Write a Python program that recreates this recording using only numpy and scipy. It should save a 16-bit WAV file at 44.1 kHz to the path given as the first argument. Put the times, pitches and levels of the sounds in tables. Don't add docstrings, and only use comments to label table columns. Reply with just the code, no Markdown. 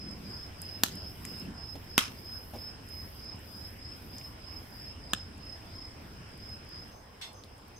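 import sys
import numpy as np
from scipy import signal
from scipy.fft import rfft, irfft, next_fast_len
from scipy.io import wavfile
from scipy.ndimage import uniform_filter1d, map_coordinates

SR = 44100
rng = np.random.default_rng(int(sys.argv[2]) if len(sys.argv) > 2 else 0)


def file_out(sig):
    cols = np.atleast_2d(sig).T
    lim = np.clip(cols, -1, 1)
    pcm = np.round(lim * 32767).astype(np.int16)
    wavfile.write(sys.argv[1], SR, pcm)


N = 343539

# time in seconds, level over a smoulder in dB.
BLAZE = [(0, 2.5), (.35, 4.5), (.7, 4), (1.1, 3.5), (1.42, 5.5), (1.7, 1.5), (2.8, 2)]
# centre in seconds, level in dB, half-length in seconds.
FLARES = [(0.058, -47.5, 0.043), (0.25, -51, 0.16), (0.943, -46, 0.053), (1.286, -48, 0.1),
          (1.494, -41, 0.064)]
# start in seconds, level in dB, t60 of the rattle among the logs in seconds,
# yard echo gain in dB, left-right level difference in dB.
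POPS = [(0.8355, -15, 0.0091, -22, -1), (1.9796, -13.5, 0.012, -13.5, -0.5), (5.1343, -21, 0.012, -24.5, 0)]
# frequency in Hz, relative level in dB.
POP_COLOURS = [
    [(80, -9), (240, 3), (420, -7), (750, -6), (1300, -3), (1700, -2), (2050, -11), (3000, -3.5),
     (4200, -1), (5200, -5.5), (6200, -3.5), (9800, -13), (12000, -5), (15500, -11.5)],
    [(80, -9), (240, 5.5), (440, -6), (850, -6), (1180, 2.5), (1600, -0.5), (1900, -3.5), (2500, 0),
     (3500, -1.5), (4300, -8.5), (5600, -4.5), (7500, -14.5), (12500, -11.5), (15500, -17)],
    [(80, -17), (200, 2), (460, -11), (950, -8.5), (1300, 1), (1750, -1), (2080, -24), (2750, -0.5),
     (3700, -0.5), (4500, -14), (5300, -14.5), (7300, -9), (8500, -12.5), (11000, -22.5)],
]
# start in seconds,
# peak in dB before echo and pan, pitch in Hz.
TICKS = [(.618, -27.5, 9850), (.955, -35.5, 10500), (1.2508, -32.5, 2200), (1.2516, -29, 7850),
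         (1.398, -40, 8800), (2.028, -42, 6000), (2.888, -42, 9200), (4.1833, -35, 6200),
         (4.213, -40, 2470), (7.437, -38, 4100)]
# start in seconds, starting level in dB, t60 in seconds.
WOOD_KNOCKS = [(1.754, -37.5, 0.066), (2.535, -40.5, 0.23), (2.555, -42, 0.086)]
# frequency in Hz, width in Hz, relative level in dB.
PIPE_MODES = [(2170, 120, -9), (2740, 35, -3), (3486, 34, 4), (3700, 120, -8), (4270, 21, 5), (5012, 25, 2),
              (5550, 22, 5.5), (6400, 65, -13), (7820, 120, -7), (10700, 900, -27)]

# start in seconds, chirps, period in seconds, syllables, first level in dB, dB gained per chirp;
# the near cricket is later mixed 3.5 dB lower.
NEAR_CHIRPS = [(-.025, 7, .319, 5, -44.3, 0.3), (2.25, 5, .322, 4, -40.5, -1),
               (3.815, 7, .322, 4, -45, 0.12), (6.415, 2, .303, 4, -44.3, -3.5)]
LOW_CHIRPS = [(.24, 4, .33, 4, -48.5, -1.6), (2.16, 1, .32, 1, -51.5, 0), (3.15, 7, .312, 3, -52.5, 0),
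              (5.66, 1, .32, 4, -56.5, 0), (6.32, 2, .36, 3, -57.5, 9)]
HIGH_CHIRPS = [(6.917, 3, .421, 3, -63.5, 3.5)]
# start in seconds, bursts, period in seconds,
# burst length in seconds, first level in dB before roughness and pan, dB gained per burst.
RASP_BURSTS = [(.13, 3, 0.46, 0.4, -65, 3.5), (1.67, 2, 0.35, 0.27, -62, 2.5),
               (2.3, 5, 0.55, 0.38, -57, -1), (5.55, 4, .42, 0.19, -67.5, -.5)]

# frequency in Hz, relative level in dB.
FLUTTER_COLOUR = [(70, -40), (130, -3), (200, -1), (290, -3), (400, -8.5), (600, -18), (1500, -43.5)]
FLARE_COLOUR = [(90, -34), (140, -4.5), (180, 3), (240, -2.5), (300, -6.5), (400, -13), (900, -55)]
WOOD_COLOUR = [(80, -39), (220, 6), (400, 2.5), (800, 0), (1300, -18), (3000, -17), (9000, -30.5)]
RASP_COLOUR = [(6000, -34), (9000, 2.5), (11000, 5), (12300, 10), (13400, 8.5), (15200, 4), (16000, 2.5)]
CHORUS_COLOUR = [(4200, -24), (4750, -7.5), (5000, 5.5), (5200, 7.5), (5380, 5.5), (5600, -42), (6200, -51)]
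RUMBLE_COLOUR = [(15, -11), (30, -6.5), (45, -2.5), (68, 2), (100, 3), (125, -5), (170, -16), (300, -63)]
AIR_COLOUR = [(250, -19.5), (430, -3), (700, -2.5), (1100, -4.5), (1500, -15), (2500, -28.5)]
HISS_COLOUR = [(700, -32), (1400, 3), (2200, 0.5), (3000, -1), (4000, -8), (5500, -5), (7000, -16.5),
               (8000, -11), (8550, -5.5), (9200, -16), (11000, -19), (15500, -30)]
ECHO_COLOUR = [(100, -6), (300, 2), (700, 5.5), (2500, 8.5), (5000, 9), (9000, 11.5), (15000, 5.5)]
# frequency in Hz, correlation from -1 to 1.
LIKENESS = [(60, 0.97), (130, 0.97), (290, 0.9), (640, 0.24), (1400, -0.064), (3100, 0.37), (6800, -0.32),
            (15000, 0.14)]
# frequency in Hz, t60 in seconds.
YARD_T60 = [(200, 0.24), (2500, 0.27), (6000, 0.26), (14000, 0.18)]

SMOULDER_DB, SMOULDER_DROP_DB = -56, 6
CHORUS_DB, CHORUS_DROP_DB = -60.5, 4.5
RUMBLE_DB, RUMBLE_DROP_DB = -49.5, 7
AIR_DB, AIR_DROP_DB = -58, -0.3
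HISS_DB, HISS_DROP_DB = -59, 4
HUSH_S, HUSH_FADE_S = 6.94, 0.021
RUMBLE_DRIFT_DB, RUMBLE_DRIFT_RATE = -0.15, 3.07
HISS_GROWS, AIR_GROWS, FAINT_GROWS = 0.91, 0.47, 2.2
FAINT_DB, FAINT_RANGE_DB = -59.5, 8.5
FAINT_LOW_HZ, FAINT_RANGE_HZ = 8000, 5000
TOP_HZ = 15700


def flames():
    t = np.arange(N) / SR
    burn_db = SMOULDER_DB + blaze() - SMOULDER_DROP_DB * hush()
    flutter = gain(1.57 * wobble(22)) * rush(FLUTTER_COLOUR, patchy_db=-0.5)
    burn = gain(burn_db) * unit(flutter)
    swell = sum(gain(db) * np.exp(-((t - s) / half) ** 2) for s, db, half in FLARES)
    return burn + swell * rush(FLARE_COLOUR, patchy_db=-1.5)


def blaze():
    s, db = np.transpose(BLAZE)
    return np.interp(np.arange(N) / SR, s, db)


def pops():
    out = np.zeros((2, N))
    for (s, db, t60, echo_db, pan_db), colour in zip(POPS, POP_COLOURS):
        crack = coloured(snap(t60, scatter=2.04, apart=0.81), colour)
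        crack = gain(db) * crack * np.sqrt(2 * 0.0048 * SR / np.sum(crack ** 2))
        echo = coloured(yard(crack, build_s=.002, lumpy_db=4.5), ECHO_COLOUR)
        add(out, s, (crack + gain(echo_db) * echo) * panned(pan_db))
    return out


def snap(t60, scatter, apart):
    t = np.arange(SR // 2) / SR
    shared = rng.standard_normal(len(t))
    noise = shared + apart * rng.standard_normal((2, len(t)))
    rattle = noise * gain(-60 * t / t60) * (1 - np.exp(-t / 0.00034))
    burst = (t == 0) + scatter * rattle / np.linalg.norm(rattle[0])
    hz = np.fft.rfftfreq(len(t), 1 / SR)
    power = uniform_filter1d(np.abs(rfft(burst)) ** 2, size=120, axis=1)
    ripple_db = 10 * np.log10(power + 1e-6)
    evened = [coloured(side[None], np.column_stack([hz, -db])) for side, db in zip(burst, ripple_db)]
    return np.vstack(evened)


def embers():
    out, blaze_db = np.zeros((2, N)), blaze()
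    faint = []
    for when, size, pitch in rng.random(size=(30, 3)):
        db = FAINT_DB + FAINT_RANGE_DB * size + FAINT_GROWS * blaze_db[int(when * N)]
        faint.append((when * N / SR, db, FAINT_LOW_HZ + FAINT_RANGE_HZ * pitch))
    for s, db, hz in TICKS + faint:
        split = snap(t60=.012, scatter=2.8, apart=.9)
        tick = filtered(split, lambda f: resonance(f, hz, .6 * hz) ** 2)
        add(out, s, gain(db) * tick / np.abs(tick).max())
    echo = yard(out, build_s=.004, lumpy_db=2)
    return (out + gain(-11) * echo) * panned(-2.5)


def knocks():
    out, t = np.zeros((2, N)), np.arange(SR // 4) / SR
    for s, db, t60 in WOOD_KNOCKS:
        noise = rng.standard_normal(len(t)) + .5 * rng.standard_normal((2, len(t)))
        body = unit(coloured(noise, WOOD_COLOUR))
        add(out, s, gain(db - 60 * t / t60) * body)
    return out


def blowpipe(s, db, rub_s, t60):
    out, t = np.zeros((2, N)), np.arange(SR // 2) / SR
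    rub = rng.standard_normal((2, len(t))) * gain(-60 * np.maximum(t - rub_s, 0) / t60)

    def tube(f):
        modes = sum(gain(level) * resonance(f, hz, width) for hz, width, level in PIPE_MODES)
        return (modes + 0.29 * resonance(f, 3300, 1500)) / (1 + 1j * f / 7000)

    ring = filtered(rub, tube)
    add(out, s, gain(db) * ring / np.abs(ring).max())
    return out * panned(-1.8)


def insects():
    near = cricket(NEAR_CHIRPS, hz=5170, sag_hz=154, rate=32, stroke_s=.028,
                   swell_db=6.5, lead_db=-8, echo_db=0.5, pan_db=-2.5)
    neighbour = cricket(NEAR_CHIRPS, hz=5080, sag_hz=480, rate=34, stroke_s=.02,
                        swell_db=-2, lead_db=-4, echo_db=15, pan_db=-1.5)
    low = cricket(LOW_CHIRPS, hz=5070, sag_hz=420, rate=31, stroke_s=.022,
                  swell_db=4, lead_db=-8, echo_db=15, pan_db=-1)
    high = cricket(HIGH_CHIRPS, hz=6250, sag_hz=200, rate=54, stroke_s=0.021,
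                   swell_db=-1, lead_db=-20, echo_db=1, pan_db=-1)
    chorus = gain(CHORUS_DB - CHORUS_DROP_DB * hush()) * rush(CHORUS_COLOUR, patchy_db=-1.0)
    near_pair = near + gain(-8.5) * neighbour
    return gain(-3.5) * near_pair + low + high + chorus + bush_cricket(edge_s=0.053, rough_db=1.1)


def cricket(chirps, hz, sag_hz, rate, stroke_s, swell_db, lead_db, echo_db, pan_db):
    out = np.zeros((2, N))
    u = np.linspace(0, 1, round(stroke_s * SR))
    shape = np.abs(np.sin(np.pi * u)) ** .7
    for s, count, db in repeats(chirps):
        chirp = np.zeros(SR // 2)
        count = max(round(count), 1)
        for k, (late, size, detune) in enumerate(rng.standard_normal((count + 1, 3))):
            pitch = hz + 12 * detune - sag_hz * u ** 3
            note = np.sin(2 * np.pi * np.cumsum(pitch) / SR)
            stroke_db = swell_db * k / count + size + lead_db * (k == 0)
            add(chirp, k / rate + .001 * late, gain(stroke_db) * shape * note)
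        heard = chirp + gain(echo_db) * yard(chirp, build_s=0.0031, lumpy_db=-1)
        level = np.sqrt(2 * count / rate * SR / np.sum(heard ** 2))
        add(out, s - 1 / rate, gain(db) * heard * level)
    return out * panned(pan_db)


def bush_cricket(edge_s, rough_db):
    t = np.arange(N) / SR
    bursts = 0
    for s, length, db in repeats(RASP_BURSTS):
        window = (np.tanh((t - s) / edge_s) - np.tanh((t - s - length) / edge_s)) / 2
        bursts = bursts + gain(db) * window
    return bursts * gain(rough_db * wobble(90)) * rush(RASP_COLOUR, patchy_db=0.8) * panned(-1.5)


def repeats(runs):
    return [(start + k * period, length, db + k * drift_db)
            for start, count, period, length, db, drift_db in runs
            for k in range(round(count))]


def night():
    blaze_db, quiet = blaze(), hush()
    rumble_db = RUMBLE_DB + RUMBLE_DRIFT_DB * wobble(RUMBLE_DRIFT_RATE) - RUMBLE_DROP_DB * quiet
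    air_db = AIR_DB + AIR_GROWS * blaze_db - AIR_DROP_DB * quiet
    hiss_db = HISS_DB + HISS_GROWS * blaze_db - HISS_DROP_DB * quiet
    rumble = gain(rumble_db) * rush(RUMBLE_COLOUR, patchy_db=0.5)
    air = gain(air_db) * rush(AIR_COLOUR, patchy_db=1.8)
    hiss = gain(hiss_db) * rush(HISS_COLOUR, patchy_db=2.0)
    return rumble + air + hiss


def hush():
    return (1 + np.tanh((np.arange(N) / SR - HUSH_S) / HUSH_FADE_S)) / 2


def yard(x, build_s, lumpy_db):
    hz, t, z = signal.stft(rng.standard_normal((2, SR // 2)), SR, nperseg=256)
    decay = gain(-60 * t / along(YARD_T60, hz)[:, None])
    tail = signal.istft(z * decay, SR, nperseg=256)[1]
    lumps = unit(uniform_filter1d(rng.standard_normal(tail.shape[1]), size=48))
    build = 1 - np.exp(-np.arange(tail.shape[1]) / SR / build_s)
    tail = tail * gain(lumpy_db * lumps) * build
    return signal.fftconvolve(np.atleast_2d(x), tail / np.linalg.norm(tail[0]), axes=1)[:, :x.shape[-1]]


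def rush(spectrum, patchy_db):
    z = signal.stft(rng.standard_normal((2, N)), nperseg=512)[2]
    field = uniform_filter1d(rng.standard_normal(z.shape[1:]), size=6, axis=0)
    field = uniform_filter1d(field, size=14, axis=1)
    pair = signal.istft(z * gain(patchy_db * unit(field)), nperseg=512)[1][:, :N]

    def shares(hz):
        turn = np.arccos(np.clip(along(LIKENESS, hz), -1, 1)) / 2
        return gain(along(spectrum, hz)) * [np.cos(turn), np.sin(turn)]

    mid, side = filtered(pair, shares)
    return unit(np.array([mid + side, mid - side]))


def resonance(f, hz, width):
    return 1j * f * width / (hz * hz - f * f + 1j * f * width)


def coloured(x, spectrum, size=2048):
    cepstrum = irfft(np.log(gain(along(spectrum, np.fft.rfftfreq(size, 1 / SR)))))
    cepstrum[1:size // 2] *= 2
    cepstrum[size // 2 + 1:] = 0
    impulse = irfft(np.exp(rfft(cepstrum)))
    return signal.fftconvolve(x, impulse[None], axes=1)[:, :x.shape[1]]


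def filtered(x, response):
    n = x.shape[-1]
    m = next_fast_len(n + SR // 4)
    return irfft(rfft(x, m) * response(np.fft.rfftfreq(m, 1 / SR)), m)[..., :n]


def along(points, hz):
    f, v = np.transpose(points)
    return np.interp(np.log(hz + 1), np.log(f + 1), v)


def wobble(rate):
    knots = rng.standard_normal(int(N * rate / SR) + 4)
    return map_coordinates(knots, [np.arange(N) * rate / SR])


def gain(db):
    return 10 ** (np.asarray(db) / 20)


def unit(x):
    return x / np.sqrt(np.mean(x ** 2) + 1e-20)


def panned(pan_db):
    return gain([[pan_db / 2], [-pan_db / 2]])


def add(track, s, sound):
    start = max(round(s * SR), 0)
    sound = sound[..., max(-round(s * SR), 0):]
    part = track[..., start:start + sound.shape[-1]]
    part += sound[..., :part.shape[-1]]


def scene():
    bed = (flames() + night()) * panned(-0.67)
    fire = pops() + embers() + knocks()
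    scrape = blowpipe(s=7.213, db=-31, rub_s=0.023, t60=0.23)
    return bed + fire + scrape + insects()


def record(dry):
    rounded = dry / (1 + np.abs(dry) ** 4) ** (1 / 4)
    return filtered(rounded, lambda hz: 1 / (1 + (hz / TOP_HZ) ** 120))


dry = scene()
out = record(dry)
file_out(out)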